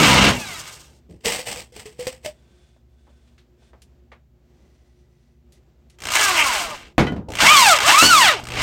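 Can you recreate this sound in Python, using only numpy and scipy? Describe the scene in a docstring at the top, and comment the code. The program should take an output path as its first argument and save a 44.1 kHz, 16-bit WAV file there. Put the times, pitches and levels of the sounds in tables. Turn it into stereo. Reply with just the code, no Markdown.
"""A small workshop, where a corded drill drives screws into a plank in five runs of the motor.
Brush and gear rasp is noise chopped by the mains at a light trigger; the gear whine is a set of partials
gliding with the speed; the plank rumbles under load. Between screws a hand digs in a box of screws (noise
bursts and a ringing box), small things tick, cloth and cord rustle, and the plank knocks on the bench
(decaying modes). Hum lines and a low rumble lie under all; delays return the sound from the walls."""
import sys
import numpy as np
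from scipy import signal
from scipy.fft import rfft, irfft, next_fast_len
from scipy.io import wavfile
from scipy.ndimage import uniform_filter1d

SR = 44100
rng = np.random.default_rng(int(sys.argv[2]) if len(sys.argv) > 2 else 0)


def int16_out(signal):
    """Quantize to a 16-bit WAV file."""
    q = np.round(np.clip(np.atleast_2d(signal).T, -1, 1) * 32767)
    wavfile.write(sys.argv[1], SR, q.astype(np.int16))


N = 380141

MAINS_HZ = 60.0
CREST = 3.04  # peak over rms of a noisy burst

# Five runs of the motor: [t/s, rasp level/dB, plank rumble level/dB, treble lift/dB]
MOTOR_RUNS = [
    [(0, -10.5, -18, 2.5), (.29, -12, -18, -5.5), (.37, -31, -31, 6), (.45, -33.5, -44, 7),
     (.7, -37.5, -53, 9), (.97, -64.5, -61, 13.5), (1.04, -83, -79, 3)],
    [(5.986, -50.5, -61, 10), (6.03, -33.5, -45, 5), (6.09, -24, -40.5, 2.5), (6.15, -14.5, -47, 7),
     (6.44, -18, -41.5, 4.5), (6.59, -21, -45, 6.5), (6.63, -24.5, -40.5, 5.5), (6.87, -47, -52, -3),
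     (6.93, -64, -62, 0)],
    [(7.286, -47, -33.5, 6), (7.385, -23, -40, 2.5), (7.412, -9.5, -37, 4.5), (7.72, -15.5, -40.5, 10),
     (7.772, -18, -45, 1.5)],
    [(7.85, -18.5, -39, 3), (7.885, -8, -34.5, 0.5), (8.0, -15, -56, 10.5), (8.03, -12, -23, 5),
     (8.1, -17, -37, 11.5), (8.27, -12, -38, 5.5), (8.33, -21, -48, -4.5), (8.438, -44, -39, -3)],
    [(8.44, -40.5, -44.5, 7), (8.594, -22, -30, -4), (8.62, -16, -36, 1)],
]
# Motor speed where the whine is heard: [t/s, tooth rate f/Hz, whine level/dB, overtone tilt/dB per octave]
MOTOR_SPEED = [
    [(0, 1323, -17, -14), (.03, 1190, -33, -16), (.08, 1035, -23.5, -8), (.13, 947, -23.5, -9),
     (.2, 996, -25.5, -4.5), (.29, 1037, -32.5, -6)],
    [(.3, 1028, -41.5, -3), (.376, 919, -43.5, 3.5), (.554, 648.4, -46, 4.6), (.62, 580, -56, 1.8)],
    [(6.15, 415.6, -35, 4.5), (6.208, 435.4, -33, 2.5), (6.26, 402.1, -32, 5.5), (6.316, 367.4, -19, -2.5),
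     (6.472, 266, -31, 3), (6.604, 182.4, -44, 6.5), (6.75, 141, -54.5, 10)],
    [(7.38, 447, -50, -2), (7.41, 629, -26, 8), (7.45, 928, -17, 3), (7.492, 1136, -11.5, 8),
     (7.53, 1252, -15, 1.5), (7.6, 1057, -15, 3.2), (7.714, 684.7, -13, 2.5), (7.808, 390.3, -30, -2)],
    [(7.81, 391, -28, 4), (7.87, 656, -18.5, 0.5), (7.948, 1113, -11.5, 0), (8.052, 1490, -16.5, 6.5),
     (8.104, 1470, -11.5, -0.7), (8.194, 1072, -15, 2), (8.28, 699, -15.5, 4), (8.368, 366.5, -24.5, -8),
     (8.4, 266, -44, 8)],
]


def from_db(db):
    """Level to amplitude: 20 dB is a factor of ten."""
    return 10 ** (np.asarray(db) / 20)


def rms_one(x):
    """Normalise the mean power, so that the rms is 1."""
    return x / np.sqrt(np.mean(x ** 2) + 1e-20)


def filtered(x, hz, kind):
    """Second-order Butterworth filtering: a maximally flat passband."""
    return signal.sosfilt(signal.butter(2, hz, kind, fs=SR, output="sos"), x)


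def in_time(tables):
    """Linear interpolation of the columns of one or more tables, sample by sample."""
    s, *columns = np.transpose(np.vstack(tables))
    return [np.interp(np.arange(N) / SR, s, c) for c in columns]


def sounding(tables):
    """Gating: 1 inside the spans of the tables, 0 between, with 4 ms edges; overlapping edges add."""
    t = np.arange(N) / SR
    gates = [np.minimum(t - rows[0][0], rows[-1][0] - t) / .004 + 1 for rows in tables]
    return sum(np.clip(gate, 0, 1) for gate in gates)


def drift(rate):
    """Random modulation: white noise through a double low-pass pole, scaled to rms 1."""
    r = np.exp(-20 * np.pi * rate / SR)
    white = rng.standard_normal(N // 10 + 8002)  # one value per ten samples
    slow = signal.lfilter([1], [1, -2 * r, r * r], white)[8000:]
    return np.interp(np.arange(N) / 10, np.arange(len(slow)), rms_one(slow))


def noise(spectrum, peaks=()):
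    """Spectral shaping of stereo noise with resonances on top and set interaural likeness; rms 1."""
    # Likeness of the two ears: [f/Hz, likeness 0-1]
    likeness = [(25, 0.44), (60, 0.024), (150, 0.96), (380, 0.88), (950, 0.12), (2400, 0.44), (6000, 0.064),
                (15000, 0.16)]
    size = next_fast_len(N)
    hz = np.maximum(np.arange(size // 2 + 1) * SR / size, 1)

    def read(points):
        f, value = np.transpose(points)
        return np.interp(np.log(hz), np.log(f), value)

    level_db = read(spectrum) + sum(db / (1 + (2 * (hz - f) / width) ** 2) for f, width, db in peaks)
    alike = np.clip(read(likeness), 0, 1)
    mid, side = rfft(rng.standard_normal((2, size))) * from_db(level_db)
    ears = np.sqrt(1 + alike) * mid + np.sqrt(1 - alike) * side * [[1], [-1]]
    return rms_one(irfft(ears, size)[:, :N])


def fine_modes(count, low_hz, high_hz, width_hz, db):
    """Modal density: many narrow resonances scattered unevenly in log pitch, no two on the same spot."""
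    places = (np.arange(count) + .7 * rng.random(count)) / count
    return [(low_hz * (high_hz / low_hz) ** u, width_hz, db) for u in places]


def ring(clicks, hz, t60):
    """A damped resonator: a unit click sets a decaying sine of height 1 ringing."""
    r, w = from_db(-60 / (max(t60, .005) * SR)), 2 * np.pi * hz / SR
    return signal.lfilter([0, np.sin(w)], [1, -2 * r * np.cos(w), r * r], clicks + 1e-18)


def strike(events, modes, spread_db):
    """Modal superposition: each blow starts every mode in step, each with a chance strength of its own."""
    at, blows = [round(row[0] * SR) for row in events], np.array(events)[:, 1]
    out, luck = np.zeros(N), rng.normal(0, spread_db, (len(at), len(modes)))
    for k, (hz, db, t60) in enumerate(modes):
        clicks = np.zeros(N)
        clicks[at] = from_db(blows + db + luck[:, k])
        out += ring(clicks, hz, t60)
    return out / from_db(np.array(modes)[:, 1]).sum()


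def dying(s, db, t60):
    """Exponential decay: an envelope that jumps up at s and is cut off after half a second."""
    out, start = np.zeros(N), round(s * SR)
    t = np.arange(min(SR // 2, N - start)) / SR
    out[start:start + len(t)] = from_db(db - 60 * t / np.clip(t60, .005, .4))
    return out


def reach(s, length, db, fade_db_per_s):
    """Two-rate decay: quick attack, slow fade while the hand moves, fast fade as the screws settle."""
    attack_s, settle_db_per_s = 0.022, 304
    t = np.arange(N) / SR - s
    loss_db = fade_db_per_s * np.clip(t, 0, length) + settle_db_per_s * np.maximum(t - length, 0)
    return np.clip(1 + t / attack_s, 0, 1) ** 2 * from_db(db - loss_db)


def hum_lines():
    """Amplitude modulation: steady tones waver in level and phase, and one more beats and swells."""
    # Wavering lines: [f/Hz, level/dB, waver/dB]
    lines = [(58.3, -59.5, 0.5), (68.5, -59, 3.5), (118, -66, 4), (145.5, -68.5, 3.5), (236.9, -71.5, 7.5)]
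    # Beating line: [f/Hz, level/dB, beats per s, swells per s, t of a loudest moment/s, swell depth 0-1]
    beating = (357, -70, 6.18, 2.06, 2.57, .5)
    t, hum = np.arange(N) / SR, np.zeros(N)
    for hz, db, waver_db in lines:
        throb = from_db(db + waver_db * np.clip(drift(6), -3, 1.0))
        hum += throb * np.sqrt(2) * np.sin(2 * np.pi * hz * t + 0.55 * drift(2.1))
    hz, db, beats, swells, s, depth = beating
    beat = 2 * np.cos(np.pi * beats * (t - s))
    swell = 1 + depth * np.cos(2 * np.pi * swells * (t - s))
    return hum + from_db(db) * beat * swell * np.sin(2 * np.pi * hz * t)


def shop_air():
    """Broadband room noise: a lumpy low rumble whose level drifts slowly."""
    # Spectrum of the air: [f/Hz, level/dB per Hz]
    air = [(12, -35.5), (20, -30.5), (65, -4.5), (142, -12), (193, -9), (241, -8.5), (301, -17), (357, -10),
           (434, -17.5), (624, -18), (1120, -27.5), (7520, -38), (10500, -56), (14700, -43.5),
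           (16000, -55.5)]
    return from_db(-62.5 + 2.0 * drift(2.1)) * noise(air)


def shop(x):
    """Reverberation by recirculation: six feedback delays a side, duller on every round, with little bass."""
    t60_s, wall_cut_hz, bass_cut_hz = 0.19, 2500, 250
    size = next_fast_len(N + SR)
    w = 2 * np.pi * np.arange(size // 2 + 1) / size
    dull = 1 / (1 + 1j * w * SR / (2 * np.pi * wall_cut_hz))
    thin = 1 - 1 / (1 + 1j * w * SR / (2 * np.pi * bass_cut_hz))  # thin walls return little bass
    answer = np.zeros((2, len(w)), complex)
    for k, lag in enumerate(rng.uniform(0.0054, 0.032, 12)):  # seconds
        loop = from_db(-60 * lag / t60_s) * dull * np.exp(-1j * w * lag * SR)
        answer[k % 2] += loop / (1 - loop) * thin * (-1) ** (k // 2)
    return irfft(rfft(x, size) * answer, size)[:, :N]


def rustle():
    """Friction noise: sleeves and cord rub in two stretches, each with coloured bands of its own."""
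    # Rubs in each stretch: [start t/s, end t/s, level/dB]
    rubs = [
        [(2.28, 2.86, -65.5), (2.86, 3.46, -68.5), (3.57, 3.73, -61.5)],
        [(4.4, 5.5, -71.5), (5.53, 5.6, -63.5), (5.91, 5.97, -63)],
    ]
    # Spectrum of each stretch: [f/Hz, level/dB per Hz]
    cloth = [
        [(410, -34), (700, 1.5), (791, -11), (1070, -11.5), (1510, -8.5), (2080, -8), (3360, -7.5),
         (8560, -12.5), (10000, -18), (13000, -52), (22000, -120)],
        [(410, -31), (700, -3.5), (904, -15), (1760, -11.5), (1950, -9.5), (3140, -9.5), (5190, -10),
         (5800, -12), (10000, -17.5), (13000, -55), (22000, -120)],
    ]
    # Coloured bands of each stretch: [f/Hz, width/Hz, lift/dB]
    scrapes = [
        [(1539, 50, 12), (3470, 200, 9)],
        [(1986, 120, 11), (5950, 300, 8)],
    ]
    edge_share = .3  # share of each rub spent swelling, and again fading
    t, out = np.arange(N) / SR, np.zeros((2, N))
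    for rows, spectrum, bands in zip(rubs, cloth, scrapes):
        level = np.zeros(N)
        for s, end, db in rows:
            edge = np.minimum(t - s, end - t) / (edge_share * (end - s))
            level += from_db(db) * np.clip(edge, 0, 1)
        out += level * from_db(1.5 * drift(18) + 2.0 * drift(4)) * noise(spectrum, bands)
    return out


def small_ticks():
    """Impact bursts: small things tick as decaying noise, each in a band around a pitch of its own."""
    # Ticks: [t/s, peak level/dB, centre f/Hz, t60/s]
    ticks = [(2.763, -47.5, 670, 0.082), (3.069, -44.5, 653, 0.28), (3.275, -51.5, 2860, 0.12),
             (3.38, -44.5, 3000, 0.2), (3.619, -47, 576, 0.11), (3.732, -35.5, 684, 0.15),
             (3.819, -38.5, 5560, 0.11), (4.118, -31, 1175, 0.15), (5.522, -44, 6080, 0.15),
             (5.899, -42.5, 5270, 0.093)]
    out, white = np.zeros((2, N)), noise([(100, -9), (16000, -11.0)])
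    for s, db, hz, t60 in ticks:
        at = slice(round(s * SR), round(s * SR) + SR // 3)
        burst = filtered(white[:, at], [hz / 2.46, min(hz * 1.67, 15000)], "band")
        out[:, at] += dying(s, db, t60)[at] * rms_one(burst) / CREST
    return out


def plank():
    """Impact excitation of modes: knocks ring the wood, shake the bench, crack and jingle a steel rule."""
    # Plank on bench: [t/s, knock level/dB, crack level/dB]
    knocks = [(6.981, 0.5, -11), (6.995, -14, -22), (7.003, -9.5, -25), (7.032, -22, -38),
              (7.067, -35, -28), (7.122, -15.5, -40.5), (7.164, -19, -41), (7.425, -10.5, -20),
              (8.026, -8, -11.5)]
    # Modes of the wood: [f/Hz, level/dB, t60/s]
    wood = [(71.8, -9.5, 0.76), (133, -16, 0.12), (181, -7, 0.21), (260, -0.5, 0.13), (308, 3.5, 0.071),
            (376, -13, 0.12), (586, 1.5, 0.055), (692, 5, 0.052), (858, -9, 0.03)]
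    # Steel rule jingling on the bench: its blows [t/s, level/dB]; its modes [f/Hz, level/dB, t60/s]
    jingles = [(6.984, -38), (7.036, -42), (7.07, -16)]
    rule = [(1450, -1, .2), (2000, 0, .12), (2550, -6, .08), (3060, -3, .18), (4050, -9, .08)]
    # Spectrum of the shuddering bench: [f/Hz, level/dB per Hz]
    thud = [(25, -32), (45, -5), (185, 0.5), (340, -4), (520, -13.5), (870, -18.5), (1500, -30),
            (3000, -73)]
    thud_db, thud_t60_s = -15, 0.39  # level against the knock
    crack = sum(dying(s, crack_db, 0.16) for s, db, crack_db in knocks)
    shudder = sum(dying(s, db + thud_db, thud_t60_s) for s, db, crack_db in knocks)
    wide = crack * noise([(600, 5.0), (2000, 0.0), (6000, -16.0), (16000, -41.0)]) + shudder * noise(thud)
    blows = strike(knocks, wood, spread_db=1.5) + strike(jingles, rule, spread_db=2.0)
    return filtered(blows, 4000, "low") + wide


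def screw_box():
    """Granular noise in dense modes: screws clatter, each tumble bursts out and rings the damped box."""
    # Screws tumble: [t/s, peak level/dB, box level/dB, box f/Hz, t60/s]
    tumbles = [(1.092, -55, -45, 444, 0.1), (1.206, -46.5, -55, 434, 0.38), (1.2482, -30, -32, 507, 0.1),
               (1.2644, -10, -16.5, 453, 0.19), (1.32, -17, -44, 490, 0.139),
               (1.3896, -23.5, -26, 513, 0.13), (1.474, -33, -38, 490, 0.11), (1.592, -27, -41, 496, 0.053),
               (1.7218, -38, -49, 504, 0.11), (1.7636, -28.5, -37, 435, 0.12), (1.794, -26, -58, 411, 0.12),
               (1.8558, -27, -32, 431, 0.15), (1.9916, -39, -22.5, 497, 0.36),
               (2.0689, -11.5, -16.5, 515, 0.08), (2.2473, -21.5, -25, 640, 0.089),
               (2.2596, -21, -21, 603, 0.1)]
    # The hand ploughs through the screws: [t/s, length/s, rattle level/dB, box drumming level/dB]
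    reaches = [(1.103, 0.046, -58.5, -39), (1.256, 0.16, -22, -51), (1.472, 0.13, -26, -44.5),
               (1.751, 0.24, -45, -47.5), (1.998, 0.15, -37, -47.5), (2.244, 0.034, -41, -50)]
    # Spectra of the screws and of the drumming box: [f/Hz, level/dB per Hz]
    screws = [(410, -8), (700, 0.5), (1400, -11), (2050, -1.5), (2300, -5.5), (2840, -3.5), (3940, -8),
              (4670, -5), (6830, -10.5), (8100, -3), (10500, -22.5), (13000, -18), (16000, -21)]
    drummed = [(24, -34.5), (40, 0.5), (123, 3), (234, -6.5), (343, -8.5), (384, -9), (573, -16),
               (1200, -36), (1560, -78.5), (2640, -120)]
    rattle_fade_db_per_s, drum_fade_db_per_s = 73, 65
    box_t60_s, box_damped_s = 0.31, 0.054
    left_lag = 16  # samples by which the left ear hears the box late
    grains = rms_one(from_db(2.3 * drift(190) + 1.3 * drift(50)))
    level = sum(reach(s, length, db, rattle_fade_db_per_s) for s, length, db, drum_db in reaches)
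    drumming = sum(reach(s, length, drum_db, drum_fade_db_per_s) for s, length, db, drum_db in reaches)
    box, t = np.zeros(N), np.arange(N) / SR
    for s, db, box_db, hz, t60 in tumbles:
        level += dying(s, db, t60) / CREST
        choke = np.exp(-((t - s) / box_damped_s) ** 2)  # loose screws choke the ring
        note = ring(dying(s, 0, 0.004), hz, box_t60_s) * choke
        box += from_db(box_db) * note / np.abs(note).max()
    modes = fine_modes(count=50, low_hz=1468, high_hz=12640, width_hz=25, db=2.5)
    steel = grains * noise(screws, modes)
    # the box hums along
    hollow = from_db(-11.5) * noise([(300, -18), (490, 28), (800, -50.0)], [(487, 56, 14.0)])
    both = level * (steel + hollow) + drumming * noise(drummed) + box
    left, right = both * from_db([[-1.2], [1.2]])
    return np.array([np.roll(left, left_lag), right])


def winding_hum():
    """Magnetic force goes as the field squared: under load the windings hum at twice the mains."""
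    # Winding hum: [t/s, level/dB]
    winding = [(8.3, -46), (8.42, -47), (8.62, -30)]
    tone = np.sqrt(2) * np.sin(4 * np.pi * MAINS_HZ * np.arange(N) / SR)
    return sounding([winding]) * from_db(in_time([winding])[0]) * tone


def plank_rumble():
    """Forced vibration: the plank rumbles as noise, and the turning shaft shakes it at its harmonics."""
    # Spectrum of the rumble: [f/Hz, level/dB per Hz]
    low = [(18, -54), (30, -21.5), (54, -3), (199, -4.5), (318, -4.5), (474, -5.5), (571, -6), (815, -7),
           (900, -4.5), (1170, -49), (1980, -120)]
    # Shaft harmonics: [multiple of the shaft rate, level against the rumble/dB]
    growl = [(1, -7.5), (2, -4), (3, -5.5), (4, -4.5)]
    teeth = 15  # per turn of the shaft
    rumble_db = in_time(MOTOR_RUNS)[1]
    rumble = from_db(rumble_db + 0.93 * drift(42)) * noise(low)
    tooth_hz = in_time(MOTOR_SPEED)[0] * (1 + .03 * drift(15))
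    shaft = 2 * np.pi * np.cumsum(tooth_hz) / SR / teeth
    for k, db in growl:
        rumble = rumble + from_db(rumble_db + db + 1.2 * drift(25)) * np.sin(k * shaft)
    return rumble


def rasp():
    """Amplitude modulation of resonant noise: one kick per mains cycle at a light trigger, then steady."""
    # Spectrum of brushes and gears: [f/Hz, level/dB per Hz]
    brushes = [(150, -32), (250, -22), (319, -12.5), (484, -17.5), (576, -9.5), (816, -8.5), (1060, 0.5),
               (1820, -4.5), (1980, -6), (2710, -0.5), (3340, -3.5), (8400, -11), (10900, -25.5),
               (12500, -20.5), (16000, -29.5)]
    # Housing resonances: [f/Hz, width/Hz, lift/dB]
    housing = [(1050, 350, -2.5), (1595, 58, 2.5), (2030, 110, 6), (2224, 210, 6), (2734, 160, 3.5),
               (3150, 220, 3), (4670, 120, 1)]
    # Light trigger, the kicks merge as it is pulled home: [t/s, length/s]
    squeezes = [(5.955, 0.24), (7.268, 0.17), (7.78, 0.0464), (8.431, 0.15)]
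    firing_s = 6.02  # instant of one kick
    ring_lift_db = -0.97  # lift of the housing ring
    flare_s, flare_half_s, flare_db = 6.41, 0.032, 9.6  # the ring flares once
    rasp_db, rumble_db, treble_db = in_time(MOTOR_RUNS)
    t = np.arange(N) / SR
    chop = sum((t > s) * np.clip(1 - ((t - s) / length) ** 2, 0, 1) for s, length in squeezes)
    cycle = (t - firing_s) * MAINS_HZ % 1
    kick = 1 - chop + chop * rms_one(np.exp(-3.5 * cycle))
    chatter = rms_one(from_db(drift(150) + drift(30)))  # loose gears rattle unevenly
    modes = fine_modes(count=40, low_hz=602.0, high_hz=9290, width_hz=34, db=5.5)
    raw = noise(brushes, housing + modes)
    top = filtered(raw, 5000, "high")
    shell = filtered(raw, [1900, 3200], "band")
    # the treble follows its own curve, and the shell rings out briefly once; both flicker
    ring_db = ring_lift_db + flare_db * np.exp(-((t - flare_s) / flare_half_s) ** 2)
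    top_gain = from_db(treble_db + 2.0 * drift(27)) - 1
    shell_gain = from_db(ring_db + 1.7 * drift(58)) - 1
    return from_db(rasp_db) * kick * chatter * (raw + top * top_gain + shell * shell_gain)


def whine():
    """Gear meshing: harmonics of the tooth rate flutter and swell as they glide through the housing's range."""
    # Partials: [multiple of the tooth rate, level/dB]
    partials = [(1, 0), (2, -4.5), (3, -4.5), (4, -11), (5, -13), (6, -14), (7, -16), (8, -15)]
    # How the housing radiates a tone: [f/Hz, level/dB]
    passes = [(150, -22), (400, -12.5), (700, -3), (1000, 0), (1230, 3), (1430, 0), (1660, 0), (1950, -3.5),
              (2800, -0.5), (3600, -1.5), (4500, -1.5), (7000, -12), (12000, -29.5)]
    # Running free, one partial leads: [stretch of the speed table, multiple, lift/dB]
    leading = [(1, 3, 7), (2, 4, 12)]
    # A tone at 2.5 times the tooth rate shows once at top speed: [t/s, half length/s, level/dB]
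    extra_tone = (7.52, .04, -18)
    driven_full_db, driven_hz_per_s = -11, 2600  # partials from the third up sink while the motor speeds up
    hz, level_db, tilt_db = in_time(MOTOR_SPEED)
    turn = 2 * np.pi * np.cumsum(hz * (1 + .006 * drift(40) + .006 * drift(150))) / SR
    speeding_up = uniform_filter1d(np.gradient(hz) * SR, size=SR // 40)  # Hz per s
    driven_db = driven_full_db * np.clip(speeding_up / driven_hz_per_s, 0, 1)
    body_hz, body_db = np.transpose(passes)
    out = np.zeros((2, N))
    for k, db in partials:
        flutter = rms_one(from_db((2 + .8 * min(k, 3)) * drift(30)))
        lift_db = sum(lift * sounding([MOTOR_SPEED[n]]) for n, leader, lift in leading if leader == k)
        # the phase between the ears wanders
        apart = .5 * np.sqrt(k) * (0.17 + 0.54 * drift(6)) * [[1], [-1]]
        radiated_db = np.interp(np.log(k * hz), np.log(body_hz), body_db)
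        gain_db = level_db + db + (k > 2) * driven_db + lift_db + tilt_db * np.log2(k) + radiated_db
        out += from_db(gain_db) * flutter * np.sin(k * turn + rng.uniform(0, 2 * np.pi) + apart)
    s, half, db = extra_tone
    swell = np.exp(-((np.arange(N) / SR - s) / half) ** 2)
    out += from_db(db + 2.5 * drift(35)) * swell * np.sin(5 * turn / 2)
    return np.sqrt(2) * np.minimum(sounding(MOTOR_SPEED), 1) * out


def drill():
    """Superposition of the drill's sources: rasp and plank rumble while it runs, winding hum and whine."""
    running = sounding([MOTOR_RUNS[0], MOTOR_RUNS[1], np.vstack(MOTOR_RUNS[2:])])
    return running * (rasp() + plank_rumble()) + winding_hum() + whine()


def scene():
    """Direct and reverberant field: everything on the bench also comes back from the walls."""
    background = shop_air() + hum_lines() + rustle() + small_ticks()
    near = plank() + screw_box() + drill()
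    return background + near + from_db(-12.5) * shop(near.mean(axis=0))


def record(dry):
    """Band limiting and saturation: deep bass drops, hiss is added, peaks flatten, the top is cut."""
    hiss_db, cutoff_hz = -82, 16450
    heard = filtered(dry, 35, "high")
    # microphone self-noise
    heard = heard + from_db(hiss_db) * noise([(6000, -13.0), (10000, -5.5), (14000, 0.5)])
    loud = heard / (1 + np.abs(heard) ** 6.0) ** (1 / 6.0)  # flattens at full scale
    return signal.sosfilt(signal.cheby2(26, 50, cutoff_hz, fs=SR, output="sos"), loud)


dry = scene()
out = record(dry)
int16_out(out)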